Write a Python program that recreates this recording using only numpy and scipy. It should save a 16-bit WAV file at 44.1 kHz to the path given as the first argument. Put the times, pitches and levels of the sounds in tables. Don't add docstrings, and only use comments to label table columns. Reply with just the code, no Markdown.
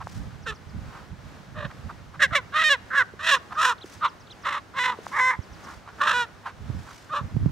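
import sys
import numpy as np
from scipy import signal
from scipy.fft import rfft, irfft, next_fast_len
from scipy.io import wavfile
from scipy.ndimage import uniform_filter1d, map_coordinates

SR = 44100
rng = np.random.default_rng(int(sys.argv[2]) if len(sys.argv) > 2 else 0)


def log_audio(samples):
    frames = np.atleast_2d(samples).T
    limited = np.clip(frames, -1, 1)
    pcm = np.round(limited * 32767).astype(np.int16)
    wavfile.write(sys.argv[1], SR, pcm)


N = 331587
T = np.arange(N) / SR
TOP_HZ = 15750


def amp(db):
    return 10 ** (np.asarray(db) / 20)


def unit(x):
    return x / np.sqrt(np.mean(x ** 2) + 1e-20)


def steady(x):
    power = uniform_filter1d(uniform_filter1d(x * x, size=400), size=200)
    return x / np.sqrt(np.abs(power) + 1e-12)


def shape(points):
    f, db = np.transpose(points)
    return lambda hz: amp(np.interp(np.log(hz + 1), np.log(f), db))


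def band(centre_hz, width_hz):
    return lambda f: (1j * f * width_hz / (centre_hz ** 2 - f * f + 1j * f * width_hz)) ** 2


def above(edge_hz, hz):
    return 1 / (1 + (edge_hz / (hz + 1)) ** 14)


def filtered(x, response):
    size = x.shape[-1]
    padded = next_fast_len(size + 4096)
    return irfft(rfft(x, padded) * response(np.fft.rfftfreq(padded, 1 / SR)), padded)[..., :size]


def wobble(rate_hz, size=N):
    knots = rng.standard_normal(int(size * rate_hz / SR) + 4)
    return map_coordinates(knots, [np.arange(size) * rate_hz / SR])


def add(track, start_s, sound):
    part = track[max(0, round(start_s * SR)):][:len(sound)]
    part += sound[:len(part)]


def swells(events):
    return sum(amp(db) * np.exp(-(2 * (T - mid_s) / length_s) ** 2) for mid_s, length_s, db in events)


def stereo_noise(spectrum, shared):
    common, left, right = rng.standard_normal((3, N))
    white = np.sqrt(shared) * common + np.sqrt(1 - shared) * np.array([left, right])
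    return unit(filtered(white, shape(spectrum)))


def knocks(events, width_hz):
    out, push = np.zeros(N), signal.unit_impulse(SR // 8)
    for start_s, db, ring_hz in events:
        ring = filtered(push, band(ring_hz, width_hz))
        add(out, start_s, amp(db) * ring / np.abs(ring).max())
    return out


def countryside(air_db=-49.6, hum_db=-57, hum_hz=100):
    # frequency in Hz, relative density in dB.
    air_spectrum = [(60, -34), (170, 5), (400, 0), (1500, -2.5), (2500, -11), (6000, -17.5), (10000, -29),
                    (15500, -34)]
    air = stereo_noise(air_spectrum, shared=.55) * amp(air_db + 1.3 * wobble(7))
    hum = np.sin(2 * np.pi * hum_hz * T + .5 * wobble(11)) * amp(hum_db)
    return air + hum


def bushes(x, wet_db=-31, t60_s=.45):
    t = np.arange(SR // 2) / SR
    decay = rng.standard_normal((2, len(t))) * amp(-60 * t / t60_s)
    tail = filtered(decay, lambda hz: 1 / (1 + (hz / 4000) ** 2))
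    return amp(wet_db) * signal.fftconvolve(x[None], tail / np.linalg.norm(tail[0]), axes=1)[:, :N]


def chirp(top_hz, rise_s, fall_s):
    t = np.arange(int((rise_s + fall_s) * SR)) / SR
    pitch_hz = top_hz * np.interp(t, [0, rise_s, rise_s + fall_s], [.6, 1, .6])
    phase = 2 * np.pi * np.cumsum(pitch_hz) / SR
    return np.hanning(len(t)) ** .5 * np.sin(phase)


def birds(arch_db=-42.5, flick_db=-50, far_db=-55, far_hz=6600):
    arch_starts_s = [3.805, 4.055, 4.295]
    far_starts_s = [.42, .54, .68, 3.365, 3.535, 3.965, 4.075, 4.195, 4.305, 4.415, 4.76, 5.415, 5.52, 5.63]
    out = np.zeros(N)
    for start_s in arch_starts_s:
        add(out, start_s - .027, amp(flick_db) * chirp(4700, rise_s=.001, fall_s=.012))
        add(out, start_s, amp(arch_db) * chirp(4200, rise_s=.016, fall_s=.026))
    for start_s, chance in zip(far_starts_s, rng.standard_normal(len(far_starts_s))):
        note = chirp(far_hz * (1 + .03 * chance), rise_s=.002, fall_s=.035)
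        add(out, start_s, amp(far_db + 2 * chance) * note)
    return out


def walking():
    # start in seconds, peak in dB, ring in Hz.
    steps = [(3.137, -36, 400), (3.843, -30, 350), (4.988, -30, 430)]
    # middle in seconds, length in seconds, level in dB.
    rustles = [(.13, .2, -52), (3.92, .14, -51), (5.1, .14, -51), (5.7, .16, -54), (6.93, .3, -54)]
    # frequency in Hz, relative density in dB.
    grass_spectrum = [(700, -14), (1700, 0), (3000, -6), (6000, -4), (9000, -13), (15000, -24)]
    blades = unit(stereo_noise(grass_spectrum, shared=.7) * amp(3 * wobble(150)))
    return knocks(steps, width_hz=200) + swells(rustles) * blades


def handling(settle_s=2.55, loose_db=-48.5, settled_db=-55.5):
    # middle in seconds, length in seconds, relative level in dB.
    grips = [(.2, .28, -37), (.52, .06, -40), (.8, .2, -37), (1.13, .04, -38), (1.6, .16, -38),
             (1.85, .1, -42), (2.3, .12, -36.5), (5.51, .04, -44), (6.72, .2, -33.5), (7.25, .08, -33),
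             (7.44, .2, -26.5)]
    # frequency in Hz, relative density in dB.
    rumble_spectrum = [(20, -20.5), (65, 3.5), (150, 0), (270, -13.5), (1100, -69)]
    # start in seconds, relative peak in dB, ring in Hz.
    bump_events = [(1.652, -23, 125), (2.32, -26, 110), (5.39, -21, 85), (6.7, -19, 115), (7.212, -25, 125),
                   (7.366, -13, 140), (7.46, -9.5, 150)]
    tap_events = [(0.071, -19, 900), (5.067, -17.5, 950)]
    resting = amp(np.interp(T, [settle_s - .1, settle_s + .1], [loose_db, settled_db]))
    level = np.hypot(resting, swells(grips))
    lumps = amp(5 * np.tanh(wobble(40)))
    rumble = level * unit(stereo_noise(rumble_spectrum, shared=.4) * lumps)
    bumps = knocks(bump_events, width_hz=90)
    taps = filtered(knocks(tap_events, width_hz=900), lambda hz: 1 / (1 + (hz / 2000) ** 4))
    return rumble * amp([[-2], [4]]) + bumps * amp([[-14], [2.5]]) + taps * amp(-1)


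def rasps():
    # middle in seconds, length in seconds,
    # level in dB.
    grunts = [(0.019, 0.025, -36), (0.96, 0.1, -45), (1.712, 0.022, -39), (1.904, 0.025, -39.5),
              (2.15, .025, -41), (3.53, 0.04, -35), (5.693, 0.11, -43), (5.885, .04, -40),
              (5.995, .02, -39), (6.477, 0.047, -32), (6.893, 0.061, -44)]
    grit = rng.standard_normal(N) * (1 + np.tanh(wobble(200)) / 2)
    return swells(grunts) * unit(filtered(grit, band(centre_hz=1145, width_hz=730)))


def roughness():
    # start in seconds, end in seconds, roughness from 0 to 1.
    clear_spans = [(.472, .512, .3), (2.235, 2.275, .2), (2.358, 2.41, .2), (2.52, 2.62, .5),
                   (2.641, 2.77, .05), (2.974, 3.018, .25), (3.18, 3.265, .6), (3.316, 3.342, .2),
                   (3.56, 3.605, .4), (3.655, 3.72, .45), (4.745, 4.78, .5), (4.795, 4.835, .12),
                   (4.835, 4.92, .55), (5.203, 5.305, .15), (6.14, 6.26, .12), (7.1, 7.135, .3)]
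    rough = np.ones(N)
    for start_s, end_s, value in clear_spans:
        rough[(T > start_s) & (T < end_s)] = value
    return uniform_filter1d(rough, size=200)


def effort(t, length_s, attack_s, release_s, depth_db=24):
    rising = np.clip(1 - t / attack_s, 0, 1)
    falling = np.clip(1 - (length_s - t) / release_s, 0, 1)
    return -depth_db * (rising ** 1.5 + falling ** 2.01)


def stutter(times_s, period_s=.02, depth_db=2.8, slide=.07):
    # start in seconds, end in seconds.
    spans = [(1.561, 1.665), (3.606, 3.666), (4.461, 4.585), (4.832, 4.912), (6.007, 6.14)]
    turn = sum((times_s > start_s) * (times_s < end_s) * np.exp(2j * np.pi * (times_s - start_s) / period_s)
               for start_s, end_s in spans)
    return uniform_filter1d(np.array([-depth_db * turn.real, slide * turn.imag]), size=200)


def syrinx(pitch_hz, rough):
    size = len(pitch_hz)
    slip_cycles = .068 * rough * wobble(400, size)
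    waver = (.0035 + .033 * rough) * wobble(110, size)
    phase = 2 * np.pi * (np.cumsum(pitch_hz * (1 + waver)) / SR + slip_cycles)
    pulses = unit(sum(np.cos(k * phase - k * k / 6) * (k * pitch_hz < TOP_HZ) for k in range(1, 37)))
    turbulence = (.07 + .27 * rough) * (1 + np.cos(phase)) * rng.standard_normal(size)
    doubling = 1 + rough * np.cos(phase / 2) / 2
    return pulses * doubling + turbulence, np.sqrt(2) * np.cos(phase)


def resonance(x, centre_hz, width_hz):
    turn = np.exp(2j * np.pi * np.cumsum(centre_hz) / SR)
    skirts = signal.butter(3, width_hz / 2, fs=SR, output="sos")
    return steady(np.real(turn * signal.sosfilt(skirts, x / turn)))


def upper_resonances(source, rough):
    # frequency in Hz, relative gain in dB.
    throat = [(2200, -11), (2450, 1.5), (2800, 1.5), (3100, -3.5), (3600, -.5), (4100, -5), (4650, -22),
              (8000, -52)]
    beak = [(4500, -30), (4900, -1), (5600, 2), (6600, -3), (7300, -1.5), (9000, -11), (15000, -25)]
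    treble = steady(filtered(source, lambda hz: shape(throat)(hz) * above(1900, hz)))
    top = steady(filtered(source, lambda hz: shape(beak)(hz) * above(4200, hz)))
    return treble, top * (1 + .3 * rough * wobble(400, len(source)))


def squawks(break_s=.003, pitch_per_db=.006, scoop=.25, scoop_s=.015):
    # start, length, attack and release in seconds, level in dB, wait for the pitch
    # break in seconds, base pitch before and after it in Hz, sag in Hz per second, moment of widest beak
    # as a share of the length, half-width of the gape in seconds, relative levels in dB of the second
    # resonance, treble, top and fundamental, first and second resonance in Hz.
    calls = [(0.457, 0.089, 0.016, 0.047, -30.2, 0.015, 594.0, 434.0, -50.0, 0.36, 0.028, 6.0, -5.0, -16.0, -12.0, 1270.0, 1590.0),
             (1.543, 0.133, 0.024, 0.016, -36.3, 0.042, 637.0, 590.0, 300.0, 0.41, 0.3, 0.0, -12.0, -33.0, -6.0, 1190.0, 1550.0),
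             (2.193, 0.076, 0.035, 0.038, -12.6, 0.035, 640.0, 546.0, -300.0, 0.67, 0.088, 13.0, -9.0, -18.0, -20.0, 1380.0, 1760.0),
             (2.306, 0.101, 0.058, 0.054, -19.3, 0.046, 745.0, 572.0, 100.0, 0.6, 0.023, 7.0, -4.0, -15.0, -12.0, 1250.0, 2030.0),
             (2.518, 0.2, 0.045, 0.035, -21.2, 0.107, 646.0, 625.0, 150.0, 0.76, 0.07, 10.0, -2.0, -16.0, -22.0, 1300.0, 1840.0),
             (2.686, 0.078, 0.023, 0.042, -18.1, 0.004, 590.0, 590.0, 800.0, 0.38, 0.046, 9.0, -3.0, -17.0, -14.0, 1110.0, 1800.0),
             (2.902, 0.138, 0.086, 0.034, -16.1, 0.063, 602.0, 580.0, 1300.0, 0.56, 0.036, 14.0, -15.0, -25.0, -25.0, 1360.0, 1620.0),
             (3.19, 0.195, 0.148, 0.054, -15.7, 0.12, 689.0, 572.0, 700.0, 0.47, 0.106, 5.0, -4.0, -14.0, -19.0, 1250.0, 1600.0),
             (3.549, 0.197, 0.053, 0.047, -18.9, 0.081, 658.0, 524.0, 450.0, 0.57, 0.064, 2.0, -10.0, -16.0, -23.0, 1230.0, 1480.0),
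             (4.009, 0.08, 0.043, 0.042, -18.2, 0.031, 690.0, 557.0, -300.0, 0.89, 0.272, -21.0, -17.0, -36.0, -27.0, 1150.0, 2130.0),
             (4.434, 0.17, 0.024, 0.034, -28.5, 0.028, 643.0, 558.0, -300.0, 0.35, 0.146, -4.0, -10.0, -24.0, -20.0, 1120.0, 1860.0),
             (4.735, 0.22, 0.061, 0.062, -25.5, 0.057, 590.0, 492.0, -250.0, 0.43, 0.066, 4.0, -6.0, -18.0, -22.0, 1070.0, 1870.0),
             (5.112, 0.251, 0.083, 0.072, -20.3, 0.078, 636.0, 507.0, -50.0, 0.59, 0.173, 2.0, -20.0, -23.0, -24.0, 1020.0, 1900.0),
             (5.999, 0.261, 0.015, 0.045, -22.2, 0.136, 608.0, 491.0, 50.0, 0.66, 0.182, 5.0, -10.0, -22.0, -19.0, 1200.0, 1470.0),
             (7.091, 0.133, 0.049, 0.052, -26.3, 0.041, 656.0, 588.0, -150.0, 0.63, 0.119, -8.0, -16.0, -30.0, -15.0, 1190.0, 1400.0)]
    rough_curve, out = roughness(), np.zeros(N)
    for (start_s, length_s, attack_s, release_s, level_db, wait_s, before_hz, after_hz, sag_hz_per_s,
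         widest, gape_s, second_db, treble_db, top_db, fundamental_db, first_hz, second_hz) in calls:
        t = np.arange(int(length_s * SR)) / SR
        rough = np.interp(start_s + t, T, rough_curve)
        effort_db = effort(t, length_s, attack_s, release_s)
        shut = 1 - np.exp(-((t - widest * length_s) / gape_s) ** 2)
        broken = (1 + np.tanh((t - wait_s) / (2 * break_s))) / 2
        base_hz = before_hz * (1 - broken) + (after_hz - sag_hz_per_s * (t - wait_s)) * broken
        pitch_hz = base_hz * (1 + pitch_per_db * effort_db) * (1 - .048 * shut)
        source, fundamental = syrinx(pitch_hz, rough)

        stutter_db, slide = stutter(start_s + t)
        scooped_hz = first_hz * (1 + scoop * np.exp(-t / scoop_s))
        overtones = filtered(source, lambda hz: above(830, hz))
        first = resonance(overtones, scooped_hz * (1 + slide), width_hz=440)
        second = resonance(source, second_hz * (1 + slide), width_hz=560)
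        treble, top = upper_resonances(source, rough)

        balance = np.arctan(amp(second_db - 18 * shut))
        low = amp(.3) * np.cos(balance) * first + amp(fundamental_db) * fundamental
        high = amp(1.5) * np.sin(balance) * second
        high += amp(treble_db - 9.9 * shut + .17 * effort_db) * treble
        high += amp(top_db - 1.5 - 13 * shut + .25 * effort_db) * top
        bursts, seesaw = (.38 * rough * np.tanh(wobble(rate_hz, len(t))) for rate_hz in (110, 170))
        gain = amp(level_db + effort_db + stutter_db) * (1 + bursts)
        voice = (1 - seesaw / 2) * low + (1 + seesaw) * high
        add(out, start_s, gain * voice * signal.windows.tukey(len(t), .05))
    return out


def microphones(x, right_lag_s=1.7e-5, scatter_s=.003):
    # frequency in Hz, gain in dB.
    side_spectrum = [(1000, -30), (2000, -12), (4000, -10), (12000, -12)]
    left = filtered(x, shape([(1000, -.3), (2000, -2.7), (4000, .5)]))
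    right = filtered(x, lambda hz: amp(.8) * np.exp(-2j * np.pi * hz * right_lag_s))
    scatter = rng.standard_normal(int(scatter_s * SR))
    scattered = signal.fftconvolve(x, scatter / np.linalg.norm(scatter))[:N]
    side = filtered(scattered, shape(side_spectrum))
    return np.array([left + side, right - side])


def scene():
    rooster = squawks() + rasps()
    return microphones(rooster) + bushes(rooster) + birds() + walking() + handling() + countryside()


def record(dry):
    return filtered(dry, lambda hz: hz < TOP_HZ)


dry = scene()
out = record(dry)
log_audio(out)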